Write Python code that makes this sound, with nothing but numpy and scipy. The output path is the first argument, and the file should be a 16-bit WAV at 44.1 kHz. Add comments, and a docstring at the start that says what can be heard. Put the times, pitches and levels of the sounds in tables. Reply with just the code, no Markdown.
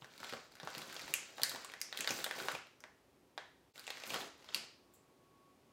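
"""Fingers digging in a plastic snack bag

Close up in a small hard-walled room. Film creases snap one by one, each a slip and a spray of weaker
slips through a resonant film, over grainy noise for the rustle; soft low bumps are sines plus noise puffs.
Echoes and a decaying tail follow the bag sounds. Coloured noise hisses throughout, a faint sine whines
near the end, and the level dips briefly once."""
import sys
import numpy as np
from scipy import signal
from scipy.fft import rfft, irfft, next_fast_len
from scipy.io import wavfile

SR = 44100
rng = np.random.default_rng(int(sys.argv[2]) if len(sys.argv) > 2 else 0)


def to_wav(s):
    """Save 16-bit WAV."""
    ch = np.atleast_2d(s).T  # columns
    pcm = np.round(np.clip(ch, -1, 1) * 32767)  # PCM
    wavfile.write(sys.argv[1], SR, pcm.astype(np.int16))


N = 252252


def gain_of(db):
    """Amplitude factor of a level in dB."""
    return 10 ** (np.asarray(db) / 20)


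def evened(x):
    """Scales to rms 1."""
    return x / np.sqrt(np.mean(x ** 2) + 1e-20)


def peaked(x):
    """Scales to peak 1."""
    return x / np.max(abs(x))


def read(points, hz):
    """Reads a (f/Hz, value) table, linear in log frequency."""
    f, value = np.transpose(points)
    return np.interp(np.log(hz + 1), np.log(f + 1), value)


def along(points):
    """Level columns of a (t/s, level/dB...) table, one value a sample; -150 dB outside."""
    s, *columns = np.transpose(points)
    t = np.arange(N) / SR
    return [np.interp(t, s, column, -150, -150) for column in columns]


def coloured(x, points):
    """Shapes a long sound by a (f/Hz, level/dB) gain curve; rms 1."""
    size = next_fast_len(len(x))
    gain = gain_of(read(points, np.fft.rfftfreq(size, 1 / SR)))
    return evened(irfft(rfft(x, size) * gain, size)[:len(x)])


def band(x, hz, kind):
    """Second-order Butterworth filter."""
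    return signal.sosfilt(signal.butter(2, hz, kind, fs=SR, output="sos"), x)


def causal(gain):
    """Minimum-phase impulse response: the shortest ringing with this gain curve."""
    log_gain = np.log(np.concatenate([gain, gain[-2:0:-1]]) + 1e-4)
    return np.fft.ifft(np.exp(log_gain - 1j * signal.hilbert(log_gain).imag)).real


def hiss():
    """Steady room and microphone noise, strongest in the bass and low mids."""
    # hiss spectrum: f/Hz, level/dB (per Hz, relative)
    spectrum = [(26, -34), (45, -8), (120, -8.5), (153, -7.5), (201, -9), (283, -4), (312, -9), (370, -4),
                (418, -8.5), (619, -11.5), (1060, -16), (1570, -21.5), (2500, -23), (15700, -35)]
    rms_db = -68
    return gain_of(rms_db) * coloured(rng.standard_normal(N), spectrum)


def effort():
    """Rustle, boom and fizz gains: grips of the hand rise, hold and sink, linearly in dB."""
    # grips: start t/s, full t/s, letting go t/s, end t/s,
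    # rustle level/dB, boom of the bag's air level/dB, fizz of the finest creases level/dB
    grips = [(-0.05, 0.0, 0.023, 0.27, -68, -73, -75), (0.103, 0.25, 0.33, 0.48, -57.5, -67.5, -66.5),
             (0.51, 0.713, 0.9, 0.92, -57.5, -59, -71), (0.875, 0.927, 1.113, 1.43, -56, -60.5, -68),
             (1.355, 1.513, 1.49, 1.66, -52.5, -58, -55.5), (1.58, 1.617, 2.4, 2.13, -66.5, -73, -86),
             (1.948, 2.03, 2.05, 2.026, -47.5, -50, -62), (2.05, 2.12, 2.2, 2.295, -52.5, -54, -52),
             (2.275, 2.41, 2.49, 2.59, -52.5, -53, -58), (3.715, 3.74, 3.74, 3.864, -59.5, -67, -63.5),
             (3.813, 3.92, 4.05, 4.2, -59.5, -79, -70), (4.053, 4.095, 4.1, 4.13, -52.5, -54.5, -56),
             (4.094, 4.145, 4.11, 4.28, -47.5, -46.5, -78), (4.34, 4.493, 4.64, 4.66, -62, -67, -95),
             (4.927, 4.936, 4.957, 4.975, -76.5, -99, -65)]
    rest_db = -16  # start and end, relative to full
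    total = 0
    for start_s, full_s, release_s, end_s, *db in grips:
        # end before release: cut off at the end; release before full: joins the sinking line at full
        shape = zip((start_s, full_s, release_s, end_s), (rest_db, 0, 0, rest_db))
        curve = [(s, *(np.array(db) + change_db)) for s, change_db in shape]
        total = total + gain_of(along(curve))
    return total


def crackle(per_s, spread_db, t60):
    """Noise in small dying grains, a few of them large."""
    grain_db = spread_db * np.minimum(rng.exponential(1, N), 3.5)
    starts = gain_of(grain_db) * (rng.random(N) < per_s / SR)
    decay = gain_of(-60 * np.arange(4096) / SR / t60)
    power = signal.oaconvolve(starts ** 2, decay ** 2)[:N]
    return np.sqrt(abs(power)) * rng.standard_normal(N)


def rustle():
    """Countless small creases slip under the fingers, patch by patch, while the bag's air is squeezed."""
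    # patches of film: f/Hz, half width/octaves, level/dB
    patches = [(1320, 0.31, 1), (2350, 0.39, 0.5), (4090, 0.3, 2.5), (6400, 0.22, -4.5)]
    # spectrum of the squeezed air: f/Hz, level/dB (per Hz, relative)
    boom_spectrum = [(40, -23), (100, -4.5), (200, -1.5), (450, 0), (900, -5.5), (1500, -19)]
    # spectrum of the finest creases: f/Hz, level/dB (per Hz, relative)
    fizz_spectrum = [(5000, -33), (7500, 1), (9500, -7.5), (11800, -6), (13000, -2.5), (16500, -1.5)]
    rustle_gain, boom_gain, fizz_gain = effort()
    film = np.zeros(N)
    for hz, half_oct, db in patches:
        edges_hz = hz * 2. ** np.array([-half_oct, half_oct])
        film += gain_of(db) * band(crackle(per_s=260, spread_db=3.5, t60=0.023), edges_hz, "band")
    air = boom_gain * coloured(crackle(per_s=200, spread_db=2.6, t60=.03), boom_spectrum)
    fizz = fizz_gain * coloured(crackle(per_s=700, spread_db=4, t60=.01), fizz_spectrum)
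    return rustle_gain * evened(film) + air + fizz


def bumps():
    """Fingers bump the bag and the snacks in it: a dying low sine plus a puff of noise around it."""
    # bumps: t/s, dry peak level/dB, f/Hz
    pushes = [(0.017, -51, 132), (0.202, -49, 229), (0.324, -40.5, 235), (0.63, -43, 174), (0.77, -43, 214),
              (1.03, -52, 86.5), (1.289, -53.5, 632), (1.418, -45, 244), (1.539, -47, 260),
              (2.102, -35.5, 270.7), (2.533, -46, 160), (4.553, -47.5, 232)]
    t60_s, attack_s = .11, 0.00062
    out, t = np.zeros(N), np.arange(8192) / SR
    fade = gain_of(-60 * t / t60_s)
    for s, db, hz in pushes:
        noise = rng.standard_normal(len(t)) * fade * (1 - np.exp(-t / attack_s))
        puff = peaked(band(noise, [.5 * hz, 3.35 * hz], "band"))
        push = np.sin(2 * np.pi * hz * t) * fade + 2.2 * puff
        out[round(s * SR):][:len(t)] += gain_of(db) * peaked(push)
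    return out


def snap(db, hz, overtone_hz, overtone_db, bright_db):
    """One sharp slip and a spray of weaker ones ring the film; returns direct sound and room feed."""
    spray, spray_t60_s, room_share_db = 0.15, 0.019, -7
    thump_db = -21 - 0.58 * bright_db  # a dull crease pumps the bag's air more
    t, f = np.arange(1024) / SR, np.fft.rfftfreq(2048, 1 / SR) + 1
    # f/Hz, half width/octaves, level/dB: ring, overtone, air, film, crease
    bumps_of_gain = [(hz, 0.25, 0), (overtone_hz, .2, overtone_db),
                     (707, 0.76, thump_db), (2520, 0.89, -8.5), (8800, 1.0, bright_db)]
    power = sum(gain_of(level_db) ** 2 * np.exp(-(np.log2(f / centre_hz) / half_oct) ** 2)
                for centre_hz, half_oct, level_db in bumps_of_gain)
    ring = causal(np.sqrt(power))[:1024]
    slips = spray * rng.standard_normal(len(t)) * gain_of(-60 * t / spray_t60_s)
    slips[0] = 1
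    ahead = signal.fftconvolve(slips, ring)
    ahead *= np.linalg.norm(ring) / np.linalg.norm(ahead)  # the spray spreads the energy, adds none
    around = gain_of(room_share_db) * np.pad(ring, (0, 1023))
    return gain_of(db) * np.array([ahead, around]) / np.max(abs(ahead))


def snaps(count=160):
    """Large creases buckle at set moments, small ones at random, as strong as the grip."""
    # large creases: t/s, dry peak level/dB, ring f/Hz, overtone f/Hz, overtone level/dB, brightness level/dB
    creases = [(0.022, -39.5, 1120, 3220, 1, -45), (0.045, -39, 1500, 3910, -11, -27),
               (0.179, -38, 1000, 4310, 2.5, -10), (0.202, -36.5, 1470, 3200, -21, -24),
               (0.231, -32, 1560, 4400, -22, -44), (0.245, -31, 1640, 3930, -6, -24),
               (0.296, -31.5, 2260, 4500, -17, -21), (0.325, -31, 1510, 4600, -4, -30),
               (0.336, -29.5, 1250, 3280, -11, -28), (0.521, -45, 2500, 4490, 3, -8.5),
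               (0.554, -39, 1680, 5570, -9, -16), (0.6, -34.5, 1679, 3800, -3, -28),
               (0.632, -34, 1410, 3670, -13, -34), (0.674, -27, 1400, 3880, -22, -34.5),
               (0.75, -30, 2370, 4140, 0, -31), (0.781, -25.5, 1240, 5040, -8, -13.5),
               (0.817, -32, 1590, 3290, -10, -16), (0.927, -31, 1620, 5310, -17, -15),
               (0.944, -32.5, 2460, 4230, 0, -4), (0.965, -29.5, 3050, 4840, -2, -24),
               (1.018, -35, 1140, 4260, 10, -11), (1.08, -34, 1870, 3950, -12, -32),
               (1.139, -10.5, 2600, 7100, -4.5, -8.5), (1.382, -34, 1500, 3370, -18, -37),
               (1.397, -35, 920, 3810, -24, -49), (1.418, -23.5, 2970, 3920, 3, -14),
               (1.434, -7.5, 1850, 4340, 3, -6), (1.495, -21.5, 2370, 4170, 18, 7),
               (1.548, -33, 1630, 3750, -17, -36), (1.56, -31.5, 1020, 3970, -30, -24),
               (1.647, -27.5, 1180, 7800, -7.5, -18), (1.699, -36.5, 2360, 4250, -22, -34),
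               (1.719, -37, 1580, 3590, -1, -14), (1.738, -31, 1900, 4160, -19, -26.5),
               (1.804, -41, 2800, 6490, 8, 0), (1.815, -17.5, 2080, 5350, 7, -4),
               (1.927, -28, 1700, 3670, 1.5, -24), (1.947, -38, 1230, 3820, -15, -35),
               (1.974, -22.5, 2670, 3600, 3.5, -9.5), (1.989, -27, 1850, 6150, -15, -15),
               (2.007, -18, 2700, 7000, -2.5, -15), (2.045, -25.5, 1740, 4270, -9, -28.5),
               (2.075, -17, 1490, 4200, -1.5, -22.5), (2.092, -24.5, 2980, 5880, 1, -21),
               (2.107, -20, 2420, 5830, 1, -15), (2.204, -35, 1560, 3200, -10, -15),
               (2.243, -15, 1580, 3500, 5.5, -7), (2.264, -27.5, 1930, 4030, -12, -45),
               (2.311, -23.5, 1800, 3390, -24, -29), (2.363, -38.5, 1410, 5560, 0, -16),
               (2.387, -32.5, 2520, 3260, -5, -24), (2.402, -29.5, 1560, 3810, -17, -37),
               (2.434, -34, 1570, 3990, -16, -23), (2.485, -18.5, 1380, 3900, -29, -31.5),
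               (2.519, -27.5, 1380, 4020, -8, -6), (2.551, -27.5, 2560, 3580, -25, -27),
               (2.67, -47, 2790, 3740, 1, -17), (2.805, -41.5, 1440, 5630, 1.5, -10.5),
               (2.839, -34.5, 1800, 4820, -19, -35), (3.378, -27, 1760, 3570, -2.5, -35.5),
               (3.758, -42.5, 2220, 3260, -14, -24), (3.779, -38, 1480, 3670, -1, -19),
               (3.795, -31, 1330, 4360, 4, -6), (3.841, -41, 2480, 3760, -6, -16),
               (3.868, -33, 2770, 6850, 0, -19), (3.878, -28.5, 2150, 3930, -8, -26.5),
               (3.904, -26.5, 2870, 3920, 0, -21), (3.972, -34.5, 1940, 3850, -21, -32),
               (4.037, -30, 2160, 3470, -20, -26.5), (4.075, -33.5, 2460, 6040, -1, 10),
               (4.104, -27.5, 2480, 3200, -10, -25), (4.143, -23, 1640, 3300, -4.5, -23),
               (4.152, -28, 910, 3500, -14, -35), (4.16, -26.5, 1210, 2900, -4, -39),
               (4.212, -34.5, 2450, 3520, 15, -39), (4.444, -45.5, 1030, 3400, -24, -21),
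               (4.489, -37.5, 1450, 3370, 1, -44), (4.546, -15, 2760, 4470, 2.5, -10.5)]
    small_db, small_range_db = 24, 10.5  # largest peak over the rustle gain, range below it
    # (low, high): t/s, ring f/Hz, overtone f/Hz, overtone level/dB, brightness level/dB, luck
    small_ranges = [(0, N / SR), (1000, 2690), (3350, 5800), (-24, -1.5), (-40.5, -11.5), (0, 1)]
    out, grip = np.zeros((2, N + 2048)), effort()[0]
    for s, *row in creases:
        out[:, round(s * SR):][:, :2047] += snap(*row)
    low, high = np.transpose(small_ranges)
    for s, *colour, luck in low + (high - low) * rng.random((count, 6)):
        at = int(s * SR)
        out[:, at:at + 2047] += grip[at] * snap(small_db - small_range_db * luck, *colour)
    return out[:, :N]


def room(ahead, around, wet_db):
    """Near echoes, then sparse taps of random sign, each band dying at its own speed."""
    # decay: f/Hz, t60/s
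    decay = [(150, 0.22), (800, 0.4), (2000, 0.48), (5500, 0.5), (9000, 0.3), (15000, 0.12)]
    # initial tail spectrum: f/Hz, level/dB
    colour = [(150, -0.5), (600, 1), (1500, 1), (4000, -4.5), (8000, 1), (15000, -4)]
    # echoes off hands, chest and cupboard: t/s, level/dB (before the treble loss)
    echoes = [(.0021, -19), (.0037, -16.5), (.0062, -13.5), (0.013, -17)]
    taps, near = np.zeros(SR), np.zeros(1024)
    at = np.arange(200, SR - 10, 10) + rng.integers(0, 10, (SR - 201) // 10)
    taps[at] = rng.choice([-1., 1.], len(at))
    hz, t, z = signal.stft(taps, SR, nperseg=256)
    tail_db = read(colour, hz)[:, None] - 60 * t / read(decay, hz)[:, None]
    tail = signal.istft(z * gain_of(tail_db), SR, nperseg=256)[1]
    for s, db in echoes:
        near[round(s * SR)] = gain_of(db)
    near = band(near, 10000, "low")  # skin and cloth soak up the treble
    near[0] = 1  # direct sound
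    ringing = gain_of(wet_db) * signal.fftconvolve(around, tail / np.linalg.norm(tail))
    return signal.oaconvolve(ahead, near)[:N] + ringing[:N]


def whine():
    """A thin steady-pitched sine that swells and fades near the end."""
    # whine: t/s, rms level/dB
    swell = [(4.8, -92), (4.82, -79.5), (5.114, -80), (5.152, -87), (5.23, -76), (5.37, -72.5),
             (5.512, -70), (5.576, -85), (5.64, -90), (5.688, -81), (5.72, -73)]
    hz = 1113
    tone = np.sqrt(2) * np.sin(2 * np.pi * hz * np.arange(N) / SR)
    return gain_of(along(swell)[0]) * tone


def scene():
    """Bag sounds in the room, over hiss and whine; one channel."""
    rubbing, pushes = rustle(), bumps()
    bag = room(*snaps(), wet_db=0.5)
    bag += room(pushes, pushes, wet_db=-4.0)
    bag += room(rubbing, rubbing, wet_db=-2.5)
    return (bag + hiss() + whine())[None]


def record(dry):
    """The small microphone drops the deep bass; the level dips briefly; a low-pass limits the band."""
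    # level dip, end values held before and after: t/s, level/dB
    dip = [(3.7, -1.5), (3.722, -10), (3.733, -31), (3.743, -9.5), (3.762, -1)]
    edge_hz = 15850
    s, db = np.transpose(dip)
    level = gain_of(np.interp(np.arange(N) / SR, s, db))
    dipped = band(dry, 60, "high") * level
    low_pass = signal.firwin(127, edge_hz, window=("kaiser", 9), fs=SR)
    return signal.oaconvolve(dipped, low_pass[None], "same")


dry = scene()
out = record(dry)
to_wav(out)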